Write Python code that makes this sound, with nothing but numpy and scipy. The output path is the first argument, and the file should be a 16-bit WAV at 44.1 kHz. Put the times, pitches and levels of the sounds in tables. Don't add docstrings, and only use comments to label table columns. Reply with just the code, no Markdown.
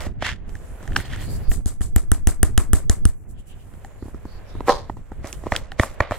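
import sys
import numpy as np
from scipy import signal
from scipy.fft import rfft, irfft, next_fast_len
from scipy.io import wavfile
from scipy.ndimage import uniform_filter1d

SR = 44100
rng = np.random.default_rng(int(sys.argv[2]) if len(sys.argv) > 2 else 0)


def materialize(psi):
    bounded = np.clip(np.atleast_2d(psi).T, -1, 1)
    quanta = np.round(bounded * 32767).astype(np.int16)
    wavfile.write(sys.argv[1], SR, quanta)


def natural_amplitude(level_db):
    exponent = np.asarray(level_db, float) / 20
    return 10 ** exponent


N = 272538

# (time [s], peak [dB], bright part over peak [dB], push [dB], crumbs shaken out [dB])
SLAPS = [(1.5163, -16, -16, -32, -36.5), (1.659, -21, -8.5, -28.5, -35.5),
         (1.8083, -26, -14.5, -29.5, -36.5), (1.9615, -7.5, -5, -21, -38), (2.117, -4.5, -8, -22, -38),
         (2.2717, -3, -3.5, -21.5, -34), (2.43, 1, -10, -21.5, -36), (2.5775, 1.5, -10, -21, -34),
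         (2.7325, -6, -2.5, -20, -31.5), (2.8968, -6, -5, -22, -34.5), (3.0535, -9.5, -5, -19.5, -42.5)]
# (time [s], peak [dB], bright part over peak [dB])
LATE_FINGERS = [
    (1.816, -18, -12),
    (1.985, -31, -5.5),
    (2.147, -21, -14),
    (2.291, -31.5, -3),
    (2.737, -16, -4),
    (2.757, -30, 3),
    (3.089, -32, 2),
]
# (frequency [Hz], width [Hz], level [dB])
SLAP_BODY = [(380, 110, -3), (730, 73, 1), (1276, 180, 1.5), (1834, 180, -0.5), (2913, 400, -5),
             (3790, 1300, -15)]
# (frequency [Hz], width [Hz], level [dB])
SLAP_EDGE = [(4720, 880, -11), (6750, 450, -3.5), (7850, 570, 2.5), (9270, 980, 3.5), (11900, 1900, -9.5),
             (13500, 1500, -10)]
SLAP_LOW_DB = [5, 5, 6, 4, 4, 2, 9, 1, 11, 15, 4]
# (second [dB], third [dB], fourth [dB], fifth [dB], sixth [dB])
SLAP_SPOTS = [(5.0, -1.0, 6.0, 3.0, -1.0), (4.0, -5.0, -6.0, -3.0, 11.0), (5.0, 4.0, 7.0, -1.0, 1.0),
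              (6.0, -3.0, 2.0, 1.0, 2.0), (3.0, 2.0, -0.0, -2.0, 4.0), (4.0, -2.0, -1.0, 1.0, 3.0),
              (1.0, -2.0, 4.0, 1.0, -4.0), (0.0, -3.0, -1.0, 2.0, 5.0), (3.0, 4.0, 3.0, 1.0, 2.0),
              (4.0, -4.0, 2.0, 2.0, 7.0), (-7.0, 3.0, 0.0, 1.0, -5.0)]
# (lowest [dB], second [dB], third [dB], fourth [dB], upper ones [dB])
SLAP_EDGE_SPOTS = [(-2.0, 0.0, -7.0, -7.0, 5.0), (-2.0, 14.0, 1.0, 3.0, 1.0), (10.0, 10.0, 5.0, 3.0, 7.0),
                   (2.0, 6.0, 4.0, -3.0, 9.0), (1.0, 3.0, 2.0, 7.0, 5.0), (1.0, 5.0, 2.0, 2.0, -0.0),
                   (6.0, 4.0, -2.0, 4.0, 8.0), (6.0, 6.0, -2.0, -4.0, 5.0), (2.0, 6.0, 4.0, -0.0, 4.0),
                   (11.0, 10.0, 1.0, -1.0, -2.0), (1.0, 1.0, -2.0, 4.0, -1.0)]
# (lead [s], frequency [Hz], t60 [s], signed size [1])
SLAP_MID = [(.07, 15, .3, .14), (-.0003, 230, .014, .85), (-.0003, 74, .06, .95)]
# (lead [s], frequency [Hz], t60 [s], signed size [1])
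SLAP_SIDE = [(.045, 8, .5, .26), (-.0012, 44, .085, 1.25), (-.03, 26, .2, -.18)]
# (lead [s], frequency [Hz], t60 [s], signed size [1])
SWING_MID = [(0.0347, 28, .12, -0.91), (0.011, 49, 0.089, 0.74)]
# (lead [s], frequency [Hz], t60 [s], signed size [1])
SWING_SIDE = [(.03, 22, .14, 1.3)]
# (frequency [Hz], width [Hz])
TABLE_NULLS = [(540, 170), (1010, 80), (2150, 110)]
# (frequency [Hz], density [dB per Hz])
DULL_TAIL = [(120, -16), (200, -8.5), (281, 6.5), (454, -3.5), (646, -2), (849, -6.5), (1160, -5),
             (2170, -12), (4500, -36.5), (5850, -51.5), (9900, -120)]
# (frequency [Hz], density [dB per Hz])
CRUMB_TAIL = [(1760, -33.5), (3000, -10.5), (3590, -8.5), (4980, -7.5), (5460, -8), (7800, 1.5),
              (10400, -2.5), (12400, -10), (15000, -17.5), (16000, -27), (16500, -61.5)]

# (time [s], peak [dB], bright part over peak [dB], push [dB], powder [dB])
SNAPS = [
    (0.067, -26.5, -27, -27.5, -49),
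    (0.2236, -10.5, -32, -28.5, -47),
    (5.244, -24, -33, -30, -40),
    (5.5212, -5.5, -31, -22, -45),
    (5.7968, -4.5, -24, -12.5, -42),
    (5.8338, -13, -22, -35, -36),
    (6.0042, -3, -40, -19, -36),
    (6.0063, -8, -30, -24, -45),
    (6.11, -12.5, -30, -25.5, -46),
    (6.12, -14, -28, -36.5, -46),
]
# (time [s], peak [dB], bright part over peak [dB], powder [dB])
TICKS = [(0.0055, -33, -11, -47), (0.493, -39, -13, -62), (0.5535, -27, -25, -60), (.807, -36, -25, -65),
         (0.828, -35, -14, -56), (.854, -32, -25, -64), (0.8765, -20, -22, -62), (.905, -33, -28, -64),
         (.92, -27, -28, -62), (.932, -32, -22, -64), (.951, -27, -28, -58), (0.9615, -11, -18.5, -42),
         (0.964, -3, -22, -42), (1.002, -27, -25, -58), (1.051, -33.5, -7, -50), (1.104, -30, -28, -60),
         (1.126, -23, -18, -62), (1.135, -24, -25, -62), (1.161, -25.5, -16, -67), (1.209, -26, -16, -46),
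         (3.738, -39, -28, -68.5), (3.847, -30, -20, -66), (4.6935, -16, -18, -48), (5.272, -27, -10, -49),
         (5.328, -29, -1, -48), (5.5525, -24, -22, -49), (5.563, -11, -12, -46), (5.7188, -19, -32, -60)]
# (time [s], peak [dB], push [dB])
THUDS = [(4.025, -31, -29.5), (4.056, -39, -34), (4.082, -35.5, -37), (4.145, -32, -32), (4.253, -32, -31),
         (4.552, -31.5, -34), (4.606, -19.5, -38), (4.897, -14.5, -48), (4.969, -33.5, -40),
         (5.118, -22.5, -34.5), (5.437, -25, -39), (5.461, -28.5, -31.5), (5.467, -20, -28.5),
         (5.5203, -7, -36)]
# (frequency [Hz], width [Hz], level [dB])
TICK_BODY = [(785, 67, -3), (1480, 300, -3.5), (1830, 200, -1), (2220, 270, -15.5), (3040, 380, -10.5)]
# (frequency [Hz], width [Hz], level [dB])
SNAP_BODY = [(611, 130, 1.5), (1124, 380, -3), (1837, 270, -1), (2380, 220, -7.5), (2930, 120, -26),
             (3890, 1200, -20)]
# (frequency [Hz], width [Hz], level [dB])
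THUD_BODY = [(208, 150, -2.5), (400, 200, 0), (592, 230, 0), (990, 340, -2), (1335, 400, -11),
             (1880, 140, -15)]
# (frequency [Hz], width [Hz], level [dB])
PICK_EDGE = [(4500, 1600, -1), (6700, 1400, 2.5), (7930, 1100, 0.5), (11000, 4000, -17)]
# (lowest [dB], second [dB], third [dB], upper ones [dB])
TICK_SPOTS = [(-6.0, -3.0, -5.0, 15.0), (9.0, -5.0, -5.0, 7.0), (-3.0, -3.0, 5.0, -11.0),
              (-6.0, 3.0, -3.0, -1.0), (6.0, 1.0, -8.0, -0.0), (9.0, -3.0, -9.0, -3.0),
              (-2.0, -7.0, -3.0, -1.0), (13.0, 3.0, -2.0, -7.0), (-1.0, -0.0, 2.0, 4.0),
              (3.0, -6.0, -2.0, 9.0), (-10.0, 5.0, -4.0, -6.0), (-2.0, 9.0, 7.0, 4.0),
              (-2.0, 5.0, 3.0, 4.0), (-6.0, 3.0, 12.0, 0.0), (9.0, -15.0, -14.0, 1.0),
              (-13.0, -1.0, -4.0, -1.0), (-12.0, -11.0, 1.0, 4.0), (-13.0, 2.0, 7.0, 1.0),
              (-9.0, 3.0, -13.0, -4.0), (-7.0, -7.0, -6.0, 0.0), (13.0, -5.0, -4.0, 1.0),
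              (12.0, -4.0, -3.0, -2.0), (10.0, 0.0, -3.0, -3.0), (9.0, -7.0, -10.0, 4.0),
              (-13.0, -8.0, -7.0, 12.0), (-7.0, 8.0, 5.0, 7.0), (-12.0, -13.0, -1.0, 11.0),
              (7.0, -1.0, 1.0, 5.0)]
# (lowest [dB], second [dB], third [dB], upper ones [dB])
SNAP_SPOTS = [(7.0, -0.0, -3.0, -10.0), (3.0, -0.0, 2.0, -8.0), (4.0, -1.0, -3.0, -4.0),
              (4.0, -3.0, -3.0, -0.0), (1.0, -3.0, 2.0, 1.0), (-1.0, 5.0, -3.0, -7.0),
              (2.0, 1.0, -3.0, -4.0), (2.0, 1.0, -3.0, -4.0), (1.0, 1.0, -3.0, -5.0),
              (3.0, 1.0, -10.0, -8.0)]
# (lowest [dB], upper ones [dB])
TICK_EDGE_SPOTS = [(14.0, -8.0), (6.0, 0.0), (-3.0, 6.0), (-4.0, -8.0), (0.0, 5.0), (-1.0, -6.0),
                   (-2.0, 2.0), (6.0, -5.0), (-3.0, -12.0), (-4.0, -5.0), (5.0, -16.0), (5.0, -3.0),
                   (7.0, -3.0), (-0.0, -5.0), (-1.0, -5.0), (4.0, -12.0), (-0.0, -7.0), (5.0, -4.0),
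                   (-3.0, 5.0), (-3.0, -7.0), (-3.0, 3.0), (-14.0, 7.0), (15.0, -3.0), (-4.0, 6.0),
                   (-3.0, 5.0), (8.0, -3.0), (8.0, -4.0), (10.0, -10.0)]
# (lead [s], frequency [Hz], t60 [s], signed size [1])
PICK_MID = [(.0003, 309, 0.011, -1.58), (-0.004, 95, 0.026, 1.1)]
# (lead [s], frequency [Hz], t60 [s], signed size [1])
PICK_SIDE = [(-.001, 155, .03, 0.4)]
# (frequency [Hz], density [dB per Hz])
PICK_TAIL = [(1760, -26.5), (3000, -0.5), (4700, -8), (8380, -4), (9660, -11.5), (15100, -15), (16200, -26),
             (16500, -50)]

# (time [s], peak [dB], tail [dB])
KNOCK = [
    (4.6772, -17, -48),
    (4.6834, -0.5, -24),
    (4.6918, -9, -40),
    (4.6937, 0.5, -36),
    (4.6976, 0, -41),
    (4.7015, -14, -50),
]
# (frequency [Hz], level [dB], t60 [s])
PAN = [(392, -10, 0.1), (493, -2.5, 0.31), (574, 0, 0.42), (788, 1, 0.29), (870, -3, 0.25), (995, -2, 0.25),
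       (1060, -3, 0.3), (1270, -7, 0.2), (1645, -6, 0.066), (1830, -10, .25), (2370, -17, .15),
       (3590, -24, .2), (4040, -21, .15), (4780, -18, .15)]
# (frequency [Hz], density [dB per Hz])
KNOCK_TAIL = [(150, -40), (250, -25), (350, -5), (499, -2), (687, -8), (1030, -1.5), (1440, -19),
              (1820, -20), (2470, -27), (4160, -16), (14000, -45)]

# (time of most force [s], level [dB], rise per 30 dB [s], fall per 30 dB [s])
STROKES = [(.001, -41, .01, .07), (.04, -46, .03, .03), (.2215, -29, .025, .02), (.243, -25.5, .018, .08),
           (.262, -27, .04, .09), (.288, -32, .04, .05), (.325, -42, .04, .025), (.99, -38, .06, .14),
           (1.134, -36.5, .1, .08), (1.22, -41, .14, .09), (6.115, -38, .012, .03), (6.14, -45, .04, .09)]
# (time of most force [s], level [dB], rise per 30 dB [s], fall per 30 dB [s])
DIGS = [
    (.001, -34, .01, .11),
    (.06, -38, .04, .025),
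    (4.681, -25, .035, .01),
    (5.25, -38.5, .045, .13),
    (5.47, -44.5, .11, .04),
    (5.519, -33, .025, .01),
    (5.527, -31.5, .008, .17),
    (5.795, -27, .025, .01),
    (5.804, -27.5, .008, .14),
]
# (time of most force [s], level [dB], rise per 30 dB [s], fall per 30 dB [s])
SHOVES = [
    (6.002, -34, .02, .01),
    (6.016, -30, .012, .16),
    (6.116, -31, .015, .03),
    (6.135, -38, .03, .1),
]
# (frequency [Hz], density [dB per Hz])
SCRAPE = [(180, -47), (300, -22.5), (725, -9.5), (1210, -9.5), (1870, 1.5), (2400, -8), (3200, -5),
          (3890, -14), (7440, -22.5), (11900, -36), (16000, -50.5)]
# (frequency [Hz], density [dB per Hz])
DIG = [(180, -42), (300, -19.5), (562, 3.5), (840, -6.5), (1180, -3), (1680, -12.5), (1940, -6),
       (2760, -15.5), (7850, -20), (14000, -42.5)]

# (time [s], level [dB], duration [s], cavity frequency [Hz])
SLIDES = [(.99, -52, .07, 4300), (1.2, -53, .1, 4350), (1.29, -51, .07, 4650), (1.44, -56, .07, 4650),
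          (3.39, -58, .005, 3030), (3.5, -56, .03, 2960), (4.02, -61, .005, 4400), (4.29, -59, .09, 4500),
          (4.49, -60, .015, 4900), (4.49, -60, .015, 5500), (3.6, -62, .02, 2900), (4.5, -60, .1, 3680),
          (.64, -64, .12, 9900), (3.58, -70, .14, 9000), (3.88, -69, .2, 7000), (6.117, -52, .04, 3950)]

# (time [s], level [dB], duration [s])
SIFTING = [(.005, -57, .05), (3.15, -76, .08), (4.85, -76, .36), (.48, -65, .47), (1.0, -52, .005),
           (1.08, -64, .36), (1.2, -58, .05), (1.3, -55, .06), (1.51, -38, .005), (3.29, -65, .02),
           (3.39, -69, .005), (3.47, -63, .04), (3.55, -73, 1.08), (3.85, -67, .005), (4.04, -71, .06),
           (4.67, -50, .005), (5.25, -58, .08), (5.36, -67, .14), (5.51, -55, .005), (5.805, -46, .045),
           (5.88, -63, .06), (6.0, -58, .004), (6.11, -58, .06)]
# (frequency [Hz], density [dB per Hz])
HISS = [(2060, -35), (3500, -10), (4780, -8.5), (6780, -4), (7380, 2), (9380, -1.5), (10000, -1),
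        (10600, -2.5), (15100, -9), (16200, -15), (16500, -40)]

# (time [s], rumble of grip [dB], rustle of motion [dB])
HANDS = [(0, -31, -41), (.14, -34.5, -63), (.27, -32.5, -52), (.4, -34, -58), (.79, -35, -49.5),
         (1.05, -31.5, -49.5), (1.46, -31.5, -48.5), (1.62, -37, -68), (3.02, -35, -70), (3.2, -42, -66),
         (3.56, -41, -59.5), (4.44, -38, -52.5), (4.6, -31, -49.5), (4.77, -37, -48), (4.96, -37.5, -61.5),
         (5.25, -38, -54), (5.7, -38.5, -54), (6.18, -38, -47)]
# (frequency [Hz], density [dB per Hz])
RUMBLE = [(8.8, -23), (15, 13.5), (32, 8), (103, 2.5), (167, -6.5), (242, -10.5), (324, -16.5), (405, -17),
          (636, -38.5), (700, -25), (910, -42.5), (1540, -120)]
# (frequency [Hz], density [dB per Hz])
RUSTLE = [(240, -31.5), (400, -1.5), (580, 0.5), (871, -6), (1040, -6.5), (1150, -8.5), (1720, -9.5),
          (3060, -19.5), (5070, -35), (7000, -33), (9100, -55), (15400, -120)]

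# (frequency [Hz], side minus mid [dB])
WIDTH = [(60, -1.5), (150, -4.5), (380, -2), (950, -5), (2380, -4), (4400, 1.5), (15000, 2.5)]
# (low edge [Hz], high edge [Hz], opening level [dB])
GATE = [(2700, 5000, -75), (5000, 17000, -78)]


def slaps():
    s, db, bright_db, push_db, hiss_db = np.transpose(SLAPS)
    touches = [row[:3] for row in SLAPS] + LATE_FINGERS
    touch_s, touch_db, touch_bright_db = np.transpose(touches)
    body_spots = [(low, *row) for low, row in zip(SLAP_LOW_DB, SLAP_SPOTS)] + [(0,) * 6] * len(LATE_FINGERS)
    edge_spots = SLAP_EDGE_SPOTS + [(0,) * 5] * len(LATE_FINGERS)
    body = crack(touch_s, touch_db, SLAP_BODY, 0.0021, 1.42, gain_db=-1.5, apart=.3, sharp=7.5, loose=.45,
                 spots_db=body_spots)
    body = fade(body, .00004) / (.00004 * SR)
    edge = crack(touch_s, touch_db + touch_bright_db, SLAP_EDGE, 0.0008, 0.99, gain_db=10., apart=0.55,
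                 sharp=1.5, loose=.7, spots_db=edge_spots)
    air = push(s, push_db + 15.0, SLAP_MID, SLAP_SIDE)
    dull_db = hiss_db + 2.5 + .3 * db
    dull = swell(clicks(s, dull_db), 0.0043, .035) * coloured(DULL_TAIL, grain_db=3.5, wide_db=-1.0)
    crumbs = coloured(CRUMB_TAIL, grain_db=2.2)
    bright = swell(clicks(s, hiss_db), 0.006, 0.026) * crumbs
    later_swell = swell(clicks(s, hiss_db - 6.5), 0.014, 0.012) * band(crumbs, 6900., 9200.)
    return off_table(body + air) + dull + (edge + bright + later_swell) * natural_amplitude([[.8], [-.8]])


def swing():
    return off_table(push(np.array([1.515]), -9, SWING_MID, SWING_SIDE))


def picks():
    body = 0
    for rows, peaks, burst_s, gain_db, sharp, spots in (
            (TICKS, TICK_BODY, .0015, 9., 4.5, TICK_SPOTS),
            (SNAPS, SNAP_BODY, .0014, 10., 6., SNAP_SPOTS),
            (THUDS, THUD_BODY, .002, 13., 5., None)):
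        s, db = np.transpose(rows)[:2]
        body = body + crack(s, db, peaks, burst_s, 0.94, gain_db, apart=0.15, sharp=sharp,
                            spots_db=spots, loose=.6)
    body = fade(body, .00003) / (.00003 * SR)
    # time [s], then edge, push, dull tail and hiss [dB]
    contacts = [(s, db + bright, -44, powder + 4.0, powder) for s, db, bright, powder in TICKS]
    contacts += [(s, db + bright, shove, powder, powder - 22) for s, db, bright, shove, powder in SNAPS]
    contacts += [(s, -60, shove, -54, -65) for s, db, shove in THUDS]
    s, edge_db, push_db, dull_db, hiss_db = np.transpose(contacts)
    edge = crack(s, edge_db, PICK_EDGE, 0.0012, 1.3, gain_db=12.5, apart=0.45, sharp=1.2, loose=.8,
                 spots_db=TICK_EDGE_SPOTS + [(3, 3)] * len(SNAPS + THUDS))
    dull = swell(clicks(s, dull_db), 0.0019, 0.026) * coloured(DULL_TAIL, grain_db=3.0, wide_db=-5.5)
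    bright = swell(clicks(s, hiss_db), 0.0018, 0.021) * coloured(PICK_TAIL, grain_db=1.5)
    air = push(s, push_db + 7.5, PICK_MID, PICK_SIDE)
    return (body + edge + dull + bright) * natural_amplitude([[-.9], [.9]]) + air


def knock():
    s, db, tail_db = np.transpose(KNOCK)
    strengths = rng.normal(0, 1.5, (len(s), len(PAN)))
    pan = 0
    for k, (hz, mode_db, t60) in enumerate(PAN):
        blows = clicks(s, db + mode_db + strengths[:, k] - 16.5)
        damped = ring(blows, hz, 0.037)
        pan = pan + damped + natural_amplitude(-22.5) * ring(blows, hz, t60)
    pan = -swell(band(pan, 300., 9000.), .00004, .0001) / (.0001 * SR)
    tail = swell(clicks(s, tail_db), 0.0016, 0.043) * coloured(KNOCK_TAIL, grain_db=3.5, wide_db=-1.0)
    return pan * natural_amplitude([[-.6], [.6]]) + tail


def strokes():
    drag, dig, shove = [spells(tent(s, db, 0, rise_s, fall_s) for s, db, rise_s, fall_s in rows)
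                        for rows in (STROKES, DIGS, SHOVES)]
    drag = drag * coloured(SCRAPE, grain_db=3.2, wide_db=-4.5)
    grit = coloured(DIG, grain_db=3.2, wide_db=-5.5)
    soft_grit = band(band(grit, 350., 4200.), 350., 4600.)
    return (drag + dig * grit + shove * soft_grit) * natural_amplitude([[-1.3], [1.3]])


def slides():
    out, t = np.zeros((2, N)), np.arange(N) / SR
    lowpass = signal.butter(1, 180, fs=SR, output="sos")
    slow = rms_one(signal.sosfilt(lowpass, rng.standard_normal((2, 2, N))))
    for s, db, lasts, hz in SLIDES:
        near = slice(int((s - .15) * SR), int((s + lasts + .15) * SR))
        since = t[near] - s
        turn = 2 * np.pi * (hz + 600 * since / 2) * since
        level = natural_amplitude(tent(s, db, lasts, .07, .07)[near])
        out[:, near] += level * (slow[0][:, near] * np.cos(turn) + slow[1][:, near] * np.sin(turn))
    return out


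def sifting_powder():
    powder = coloured(HISS, grain_db=1.7)
    hiss = 0
    for k, edges in enumerate(((3000, 6500), (6500, 9000), (9000, 12000), (12000, 17000))):
        hiss = hiss + natural_amplitude(2.5 * drift(4)) * band(powder, *edges) * (-1) ** k
    level = spells(tent(s, db, lasts, .03, .05) for s, db, lasts in SIFTING)
    return (level + natural_amplitude(-91)) * hiss * natural_amplitude([[-1.1], [1.1]])


def hands():
    grip_db, motion_db = in_time(HANDS)
    rumble = natural_amplitude(grip_db + 3.6 * drift(9.9)) * coloured(RUMBLE)
    rustle = natural_amplitude(motion_db + 1.2 * drift(9)) * coloured(RUSTLE, grain_db=1.5)
    return (rumble + rustle) * natural_amplitude([[-1.1], [1.1]])


def crack(times, db, peaks, burst_s, damping, gain_db, apart, sharp=1.53, spots_db=None, loose=1):
    mid, side = np.sign(rng.standard_normal((2, N)))
    first = clicks(times, db + gain_db)
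    ears = np.array([mid + apart * side, mid - apart * side])
    bursts = loose * fade(first, burst_s) * ears - sharp * first
    if spots_db is None:
        spots_db = 1.5 * rng.standard_normal((len(times), 6))
    return resonate(bursts, peaks, damping, times, np.array(spots_db))


def resonate(x, peaks, damping, times, spots_db):
    order = np.argsort(times)
    passed = np.searchsorted(times[order] * SR - 1, np.arange(N))
    latest = order[np.maximum(passed - 1, 0)]
    out = 0
    for k, (hz, width, db) in enumerate(peaks):
        r = np.exp(-np.pi * width * damping / SR)
        b = (1 - r * r) / 2 * np.array([1, 0, -1]) * natural_amplitude(db) * (-1) ** k
        spot = spots_db[:, min(k, spots_db.shape[1] - 1)]
        drive = x * natural_amplitude(spot)[latest]
        out = out + signal.lfilter(b, [1, -2 * r * np.cos(2 * np.pi * hz / SR), r * r], drive)
    return out


def push(times, db, mid_modes, side_modes):
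    mid, side = [sum(size * ring(clicks(times - lead, db), hz, t60) for lead, hz, t60, size in modes)
                 for modes in (mid_modes, side_modes)]
    return swell(np.array([mid + side, mid - side]), 0.00013, 0.00046) / (0.00039 * SR)


def off_table(x):
    for hz, width in TABLE_NULLS:
        x = signal.lfilter(*signal.iirnotch(hz, hz / width, SR), x)
    return x


def ring(x, hz, t60):
    r, w = natural_amplitude(-60 / (t60 * SR)), 2 * np.pi * hz / SR
    return signal.lfilter([0, np.sin(w)], [1, -2 * r * np.cos(w), r * r], x)


def clicks(times, db):
    out = np.full(N, 1e-18)
    np.add.at(out, np.round(np.asarray(times) * SR).astype(int), natural_amplitude(db))
    return out


def fade(x, seconds):
    return signal.lfilter([1], [1, -np.exp(-1 / (seconds * SR))], x)


def swell(x, rise_s, fall_s):
    return fade(fade(fade(x, rise_s), rise_s), fall_s) / (rise_s * SR) ** 2


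def spells(levels_db):
    return swell(sum(natural_amplitude(db) for db in levels_db), 0.0013, 0.0029) / (0.0031 * SR)


def tent(s, db, hold_s, rise_s, fall_s):
    t = np.arange(N) / SR
    return db - 30 * np.maximum(0, np.maximum((s - t) / rise_s, (t - s - hold_s) / fall_s))


def coloured(spectrum, grain_db=0., wide_db=0.):
    size = next_fast_len(N)
    hz = np.arange(size // 2 + 1) * SR / size
    grains = rng.standard_normal((2, N)) * natural_amplitude(grain_db * drift(330))
    gain = natural_amplitude(at_hz(spectrum, hz)) * (hz > spectrum[0][0]) * (hz < spectrum[-1][0])
    side_gain = gain * natural_amplitude(at_hz(WIDTH, hz) + wide_db)
    mid = irfft(rfft(grains[0], size) * gain, size)[:N]
    side = irfft(rfft(grains[1], size) * side_gain, size)[:N]
    return np.array([mid + side, mid - side]) / np.sqrt(np.mean(mid ** 2))


def drift(rate):
    r = np.exp(-2 * np.pi * rate / SR)
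    return rms_one(signal.lfilter([1], [1, -2 * r, r * r], rng.standard_normal(N + SR))[SR:])


def band(x, low_hz, high_hz):
    return signal.sosfilt(signal.butter(2, [low_hz, high_hz], "band", fs=SR, output="sos"), x)


def rms_one(x):
    return x / np.sqrt(np.mean(x ** 2) + 1e-20)


def in_time(rows):
    s, *columns = np.transpose(rows)
    return [np.interp(np.arange(N) / SR, s, c) for c in columns]


def at_hz(points, hz):
    point_hz, point_db = np.array(points).T
    return np.interp(np.log(hz + 1), np.log(point_hz), point_db)


def scene():
    return slaps() + swing() + picks() + knock() + strokes() + slides() + sifting_powder() + hands()


def ports(x):
    size = next_fast_len(N)
    hz = np.arange(size // 2 + 1) * SR / size
    turn = .75 / (1 + (3900 / (hz + 1)) ** 8)
    return irfft(rfft(x, size) * np.exp(1j * turn * [[1], [-1]]), size)[:, :N]


def gate(x):
    size = next_fast_len(N)
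    hz = np.arange(size // 2 + 1) * SR / size
    spectrum, out = rfft(x, size), x
    for low_hz, high_hz, open_db in GATE:
        share = np.clip((hz - low_hz) / 400, 0, 1) - np.clip((hz - high_hz) / 400, 0, 1)
        part = irfft(spectrum * share, size)[:, :N]
        level = np.sqrt(np.abs(uniform_filter1d(np.mean(part ** 2, axis=0), size=600)))
        out = out - part * (1 - np.minimum(1, level / natural_amplitude(open_db)) ** 2.)
    return out


def top_cut(x):
    return signal.sosfilt(signal.butter(12, 16900, fs=SR, output="sos"), x)


def record(dry):
    heard = gate(ports(dry))
    rounded = .99 * heard / (1 + np.abs(heard) ** 4) ** .25
    mix = signal.sosfilt(signal.butter(8, 16300, fs=SR, output="sos"), rounded)
    return top_cut(mix)


dry = scene()
out = record(dry)
materialize(out)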